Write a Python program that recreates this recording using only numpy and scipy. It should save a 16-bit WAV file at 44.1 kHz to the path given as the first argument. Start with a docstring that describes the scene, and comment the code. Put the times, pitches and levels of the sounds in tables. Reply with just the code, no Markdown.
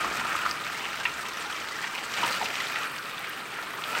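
"""Heavy rain in a small walled yard, with a stream off an awning splashing into a bucket.
Lumps of falling water patter, throw spray, churn up bubbles and drum on the bucket with a hollow ring.
Fat drops plop, slugs of water slap the wet ground, small drops tick close by and one knocks on plastic;
past the middle, large air pockets bloop. The walls add short reflections to all this near water,
while far rain lays an even wash behind it."""
import sys
import numpy as np
from scipy import signal
from scipy.io import wavfile
from scipy.ndimage import uniform_filter1d, map_coordinates

SR = 44100
rng = np.random.default_rng(int(sys.argv[2]) if len(sys.argv) > 2 else 0)


def file_out(sig):
    """Save sig as 16-bit WAV at sys.argv[1]."""
    # one column per channel
    cols = np.atleast_2d(sig).T
    # limit, then scale
    lim = np.clip(cols, -1, 1)
    pcm = np.round(lim * 32767).astype(np.int16)
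    wavfile.write(sys.argv[1], SR, pcm)


N = 176400

# Strength of the splashing stream: time_s, level_db
STREAM_FLOW = [(0, -36), (.47, -37), (.55, -40.5), (.85, -35.5), (1.2, -39.5), (1.42, -37), (1.7, -39),
               (2.09, -38.5), (2.19, -31.5), (2.32, -34), (2.37, -34.5), (2.55, -34), (2.84, -36),
               (2.92, -42.5), (3.28, -38), (3.42, -46), (3.56, -42.5), (3.82, -43), (3.86, -40),
               (3.96, -31.5), (4, -35.5)]
BUBBLE_RISE = 0.037   # depth of a bubble's upward glide, as a share of its pitch


def from_db(db):
    """Decibels to gain."""
    return 10 ** (np.asarray(db) / 20)


def rms_one(x):
    """Scale to unit rms."""
    return x / np.sqrt(np.mean(x ** 2) + 1e-20)


def fader(rows):
    """Gain over time from rows of time_s, level_db."""
    return from_db(np.interp(np.arange(N) / SR, *np.transpose(rows)))


def drift(rate_hz):
    """Smooth random wander with unit rms."""
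    step, settle = 40, 2000
    pole = np.exp(-2 * np.pi * rate_hz * step / SR)
    noise = rng.standard_normal(N // step + settle + 2)
    slow = signal.lfilter([1], [1, -2 * pole, pole * pole], noise)[settle:]
    return np.interp(np.arange(N) / step, np.arange(len(slow)), rms_one(slow))


def resonate(x, hz, width_hz):
    """One resonance with unit gain at its peak."""
    r = np.exp(-np.pi * width_hz / SR)
    feedback = [1, -2 * r * np.cos(2 * np.pi * hz / SR), r * r]
    return signal.lfilter(np.array([1, 0, -1]) * (1 - r * r) / 2, feedback, x + 1e-18)


def impacts(per_s, spread_db):
    """Randomly timed clicks of uneven size."""
    sizes = from_db(spread_db * np.minimum(rng.exponential(1, N), 4.5))
    return rms_one(sizes * rng.choice([-1, 1], N) * (rng.random(N) < per_s / SR))


def coloured(spectrum, excite):
    """Third-octave bands, each fed by its own call of excite and weighted by the spectrum."""
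    hz, db = np.transpose(spectrum)
    edges, out = 31.25 * 2 ** (np.arange(28) / 3), 0
    for low, high in zip(edges, edges[1:]):
        if high > hz[0] and low < hz[-1]:
            gain = from_db(np.interp(np.log(low * high) / 2, np.log(hz), db))
            band = signal.butter(2, [low, high], "band", fs=SR, output="sos")
            out = out + gain * signal.sosfilt(band, excite() + 1e-18)
    return rms_one(out)


def shower(spectrum, per_s, spread_db, patchy_db):
    """A shower of impacts, each with a colour of its own."""
    clicks = impacts(per_s, spread_db)
    return coloured(spectrum, lambda: clicks * rng.standard_normal(N) * from_db(patchy_db * drift(35)))


def far_rain():
    """Countless distant drops merge into a wash over a low rumble."""
    # Tone of the wash: freq_hz, density_db
    wash_tone = [(50, -24), (75, -34), (105, -2.5), (190, -0.5), (260, -2.5), (400, 2), (700, -7),
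                 (1300, 5.5), (2400, -0.5), (4000, -7.5), (6500, -20.5), (8400, -19), (15500, -30)]
    # Fader of the rumble: time_s, level_db
    rumble_levels = [(0, -51), (.4, -62), (.6, -63), (2.4, -68), (3.0, -77), (4, -74)]
    rumble_band_hz = (65.8, 17)   # centre, width
    wash = coloured(wash_tone, lambda: rng.standard_normal(N) * from_db(1.6 * drift(8.5)))
    rumble = rms_one(resonate(resonate(rng.standard_normal(N), *rumble_band_hz), *rumble_band_hz))
    bass_cut = signal.butter(3, 48, "high", fs=SR, output="sos")
    return signal.sosfilt(bass_cut, from_db(-42) * wash + fader(rumble_levels) * rumble)


def lumps(per_s=160, decay_s=0.006):
    """The stream breaks into lumps, each a surge that lands at once and dies away."""
    landings = rng.exponential(1, N) * (rng.random(N) < per_s / SR)
    swell = signal.lfilter([1], [1, -np.exp(-1 / (decay_s * SR))], landings) ** .5
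    return rms_one(swell - uniform_filter1d(swell, size=SR // 6))


def stream():
    """Lumps of falling water patter, throw fine spray and churn the bucket into a low gurgle."""
    # Tone of each layer: freq_hz, density_db
    patter_tone = [(500, -24.5), (900, -8.5), (1500, -1), (2000, 0.5), (2600, -1), (3300, -3.5),
                   (5000, -16), (6500, -17), (9000, -33)]
    spray_tone = [(4000, 5.5), (5200, 4), (6800, 0), (8400, 0), (11000, -6.5), (15500, -9.5)]
    gurgle_tone = [(110, -3.5), (180, -0.5), (300, 0), (550, 1.5), (850, 3), (1200, -5)]
    # Faders of the spray and the gurgle: time_s, level_db
    spray_levels = [(0, -44), (.48, -43), (.55, -46), (1.35, -46.5), (2.08, -46), (2.26, -38), (2.38, -42),
                    (2.65, -43), (2.9, -50.5), (3.15, -53.5), (3.82, -53), (3.86, -47.5), (4, -42)]
    gurgle_levels = [(0, -35.5), (.45, -42), (.6, -44), (2.1, -46.5), (2.2, -36), (2.31, -39.5),
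                     (2.38, -40.5), (2.85, -42), (2.95, -47), (3.85, -44), (4, -35)]
    surge = lumps()
    patter = fader(STREAM_FLOW) * shower(patter_tone, per_s=2200, spread_db=3, patchy_db=2.5)
    spray = fader(spray_levels) * shower(spray_tone, per_s=6500, spread_db=-0.5, patchy_db=2.5)
    gurgle = fader(gurgle_levels) * shower(gurgle_tone, per_s=1100, spread_db=0.2, patchy_db=1)
    return (from_db(-1.5 + 1.5 * surge) * patter
            + from_db(-0.5 + 2 * surge) * spray
            + from_db(-2.5) * gurgle)


def slosh(x, bend=0.02):
    """Sloshing water bends all pitches up and down together."""
    position = np.cumsum(1 + bend * drift(10))
    return map_coordinates(x, [position], order=3, mode="mirror")


def drumming():
    """Water beats on the bucket and wakes its hollow resonances, which waver as it sloshes."""
    # Resonances of the bucket: pitch_hz, width_hz, gain_db
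    bucket_modes = [(1000, 45, -18), (1228, 35, -1.5), (1333, 115, 1.5), (1820, 120, -7.5), (2480, 310, -5)]
    # Fader of the drumming: time_s, level_db
    drum_levels = [(0, -27.5), (.13, -33), (.37, -31), (.48, -31.5), (.53, -37), (1.05, -43), (1.45, -38.5),
                   (2.12, -42.5), (2.19, -29), (2.32, -30), (2.38, -41), (2.6, -38), (2.86, -32),
                   (2.92, -41.5), (3.8, -41), (3.96, -32), (4, -32.5)]
    clicks = impacts(per_s=1400, spread_db=1.6)
    rings = sum(from_db(db) * rms_one(resonate(clicks * rng.standard_normal(N), hz, width_hz))
                for hz, width_hz, db in bucket_modes)
    hollow = rms_one(resonate(slosh(rings), hz=1720, width_hz=1960))
    return from_db(-2) * fader(drum_levels) * hollow


def bubbles(per_s=170, decay_cycles=13):
    """Trapped bubbles ring briefly and rise in pitch as they surface."""
    out, t = np.zeros(N + SR), np.arange(SR // 20) / SR
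    for when, pitch, size, life in rng.random((int(per_s * N / SR), 4)):
        hz = 700 * (5500 / 700) ** pitch
        age = t * hz / (decay_cycles * (.5 + life))
        db = 10.4 * size ** 2 - 4.9 * np.log2(hz / 1650) ** 2
        ring = np.sin(2 * np.pi * hz * t * (1 + BUBBLE_RISE * np.tanh(age / 2)))
        start = int(when * N)
        out[start:start + len(t)] += from_db(db) * np.exp(-age) * ring
    return from_db(-43) * rms_one(out[:N] * fader(STREAM_FLOW) ** 0.2)   # loosely rides the flow


def mist():
    """Tiny droplets prickle in the top treble."""
    # Fader of the mist: time_s, level_db
    mist_levels = [(0, -54), (.6, -58), (2.05, -61), (2.28, -50), (2.45, -65), (2.8, -50.5), (3.3, -55),
                   (3.82, -52), (3.88, -49.5)]
    # Tone of the mist: freq_hz, density_db
    mist_tone = [(8000, 6.5), (12000, -2.5), (15800, -1.5)]
    return fader(mist_levels) * shower(mist_tone, per_s=2900, spread_db=1, patchy_db=-2.5)


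def splat(start_s, db, hz, decay_s, width, crack_db, bubble_db=-20):
    """A drop cracks, bursts in a dying splash and traps a bubble that rings with rising pitch."""
    t = np.arange(SR // 10) / SR
    decay = np.exp(-t / decay_s)
    noise = rng.standard_normal(len(t))
    splash = rms_one(resonate(resonate(noise, hz, hz * width), hz, 2 * hz * width) * decay)
    crack = rms_one(resonate(resonate(noise, hz, 1.7 * hz), hz, hz) * decay ** 2)
    bubble = rms_one(np.sin(2 * np.pi * hz * t * (1 + BUBBLE_RISE * (.5 - decay))) * decay)
    soften = signal.butter(2, [hz / 1.68, min(1.68 * hz, .45 * SR)], "band", fs=SR, output="sos")
    hit = signal.sosfilt(soften, splash + from_db(crack_db) * crack + from_db(bubble_db) * bubble)
    out, start = np.zeros(N + SR), int(start_s * SR)
    out[start:start + len(t)] = from_db(db) * rms_one(hit) * np.sqrt(np.mean(decay ** 2))
    return out[:N]


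def plops():
    """Fat drops land with a round note from the bubble they trap."""
    # Fat drops: start_s, strength_db, pitch_hz
    fat_drops = [(.044, -11.5, 1210), (.25, -16, 955), (.301, -11.5, 1303), (.349, -14, 1300),
                 (.436, -14, 1300), (0.453, -12, 1270), (.462, -6.5, 1283), (1.788, -17, 1770),
                 (1.842, -16.5, 1870), (1.843, -21, 920), (2.183, -21, 880), (2.231, -10.5, 940),
                 (2.236, -14, 2930), (2.246, -15, 960), (2.412, -22, 990), (2.458, -16.5, 2750),
                 (2.602, -14.5, 1990), (2.64, -18.5, 2240), (2.757, -12.5, 1930), (3.588, -17, 1390),
                 (3.735, -22.5, 1115), (3.784, -20.5, 1060), (3.821, -22, 1230), (3.952, -13.5, 1470)]
    return sum(splat(start_s, db - 9.5, hz, decay_s=0.0054, width=0.097, crack_db=-3, bubble_db=2.5)
               for start_s, db, hz in fat_drops)


def slaps(drops_per_s=2500, decay_s=0.0075, width=0.75):
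    """Slugs of water hit the wet ground and shatter into dying volleys of hard drops."""
    # Slugs of water: start_s, strength_db, centre_hz
    slugs = [(0.1265, -32, 4500), (0.197, -24, 1300), (0.268, -31, 3220), (0.666, -24.5, 1600),
             (0.931, -29, 1840), (1.0077, -42, 2780), (1.2855, -32, 4460), (1.6015, -34, 5000),
             (1.72, -35, 4750), (1.841, -24, 1700), (1.871, -25, 1900), (1.985, -28, 1780),
             (2.1385, -28.5, 4000), (2.174, -24, 1800), (2.1834, -22.5, 1520), (2.198, -29, 1590),
             (2.213, -27, 2100), (2.248, -25, 2000), (2.262, -26.5, 1890), (2.278, -22, 1680),
             (2.3234, -27, 3400), (2.366, -32, 1790), (2.4444, -28, 2870), (2.6025, -25.5, 3020),
             (2.6546, -34, 4200), (2.699, -27, 1400), (2.757, -23, 1690), (3.536, -29.5, 1780),
             (3.626, -32.5, 2830), (3.95, -23, 2020)]
    out, t = np.zeros(N + SR), np.arange(SR // 10) / SR
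    decay = np.exp(-t / decay_s)
    for start_s, db, hz in slugs:
        sizes = rng.choice([-1, 1], len(t)) * rng.uniform(0.39, 1, len(t))
        volley = sizes * (rng.random(len(t)) < drops_per_s / SR)
        volley[0] = 0.91   # the slug's own attack
        hit = resonate(resonate(volley * decay, hz, hz * width), hz, 2 * hz * width)
        start = int(start_s * SR)
        out[start:start + len(t)] += from_db(db - 4) * rms_one(hit) * np.sqrt(np.mean(decay ** 2))
    return out[:N]


def ticks():
    """Small drops burst sharply and cut through the patter."""
    # Small drops: start_s, strength_db, pitch_hz, decay_s
    small_drops = [(.5117, -11.5, 4860, 0.0008), (.6393, -25.5, 3410, .003), (1.5262, -21, 3300, .002),
                   (2.329, -24, 4300, .003), (2.6692, -19.5, 3150, 0.002), (2.985, -25, 4410, .0015),
                   (3.8383, -18, 3200, .003)]
    return sum(splat(start_s, db - 5.5, hz, decay_s, width=0.26, crack_db=-10)
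               for start_s, db, hz, decay_s in small_drops)


def droplets():
    """Droplets land very close with a thin, bright spit."""
    # Close droplets: start_s, strength_db, pitch_hz
    close_drops = [(1.053, -30, 12500), (1.2855, -31, 12500), (2.918, -31, 13000), (3.1921, -28, 12400),
                   (3.2947, -25.5, 13200)]
    return sum(splat(start_s, db - 11.5, hz, decay_s=0.0038, width=0.36, crack_db=-5)
               for start_s, db, hz in close_drops)


def knock():
    """A hard drop splashes on plastic and sets it ringing briefly."""
    # The hard drop: start_s, strength_db
    strikes = [(1.0534, -16.7)]
    # Modes of the plastic: pitch_hz, gain_db, t60_s
    plastic_modes = [(976, -10.5, .06), (1380, -9, 0.029), (1835, -2, 0.046), (1945, -7, 0.039),
                     (2430, -9, 0.11), (2740, 3, 0.025), (3140, -15, 0.028)]
    out = 0
    for start_s, db in strikes:
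        t = np.maximum(np.arange(N) / SR - start_s, 0)
        for k, (hz, mode_db, t60_s) in enumerate(plastic_modes):
            envelope = from_db(db + mode_db - np.minimum(60 * t / t60_s, 200))
            out = out + (-1) ** k * envelope * np.sin(2 * np.pi * hz * t)
        out = out + splat(start_s, db - 7.5, hz=2300, decay_s=0.013, width=0.34, crack_db=-25)
    return out


def bloops(attack_s=0.00058, decay_s=0.0098):
    """Large pockets of air are dragged under and ring almost purely."""
    # Air pockets: start_s, level_db, pitch_hz
    air_pockets = [(2.305, -30.5, 543), (2.4125, -20.5, 880), (2.424, -22.5, 743)]
    out = 0
    for start_s, db, hz in air_pockets:
        t = np.maximum(np.arange(N) / SR - start_s, 0)
        envelope = (1 - np.exp(-t / attack_s)) * np.exp(-np.minimum(t / decay_s, 20))
        out = out + from_db(db) * envelope * np.sin(2 * np.pi * hz * t)
    return out


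def yard(x, t60_s=0.38, predelay_s=0.004):
    """Short scattered reflections from the walls and the awning."""
    t = np.arange(SR // 2) / SR
    tail = rng.standard_normal(len(t)) * from_db(-60 * t / t60_s) * (t > predelay_s)
    tail = signal.sosfilt(signal.butter(1, 7000, fs=SR, output="sos"), tail)
    return signal.fftconvolve(x, tail / np.linalg.norm(tail))[:N]


def scene():
    """Near water with its reflections, in front of the far rain; mono."""
    bed = stream() + drumming() + bubbles() + mist()
    near = bed + plops() + ticks() + droplets() + bloops() + slaps() + knock()
    return (near + from_db(-14.5) * yard(near) + far_rain())[None]


def record(dry):
    """The microphone colours the treble, and the top is cut steeply."""
    # A treble lift and a dip: centre_hz, width_hz, added_gain
    treble_eq = [(8210, 830, 0.4), (9810, 2500, -0.56)]
    for hz, width_hz, gain in treble_eq:
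        dry = dry + gain * resonate(dry, hz, width_hz)
    top_cut = signal.ellip(14, .2, 60, 15850, fs=SR, output="sos")
    return signal.sosfilt(top_cut, dry)


dry = scene()
out = record(dry)
file_out(out)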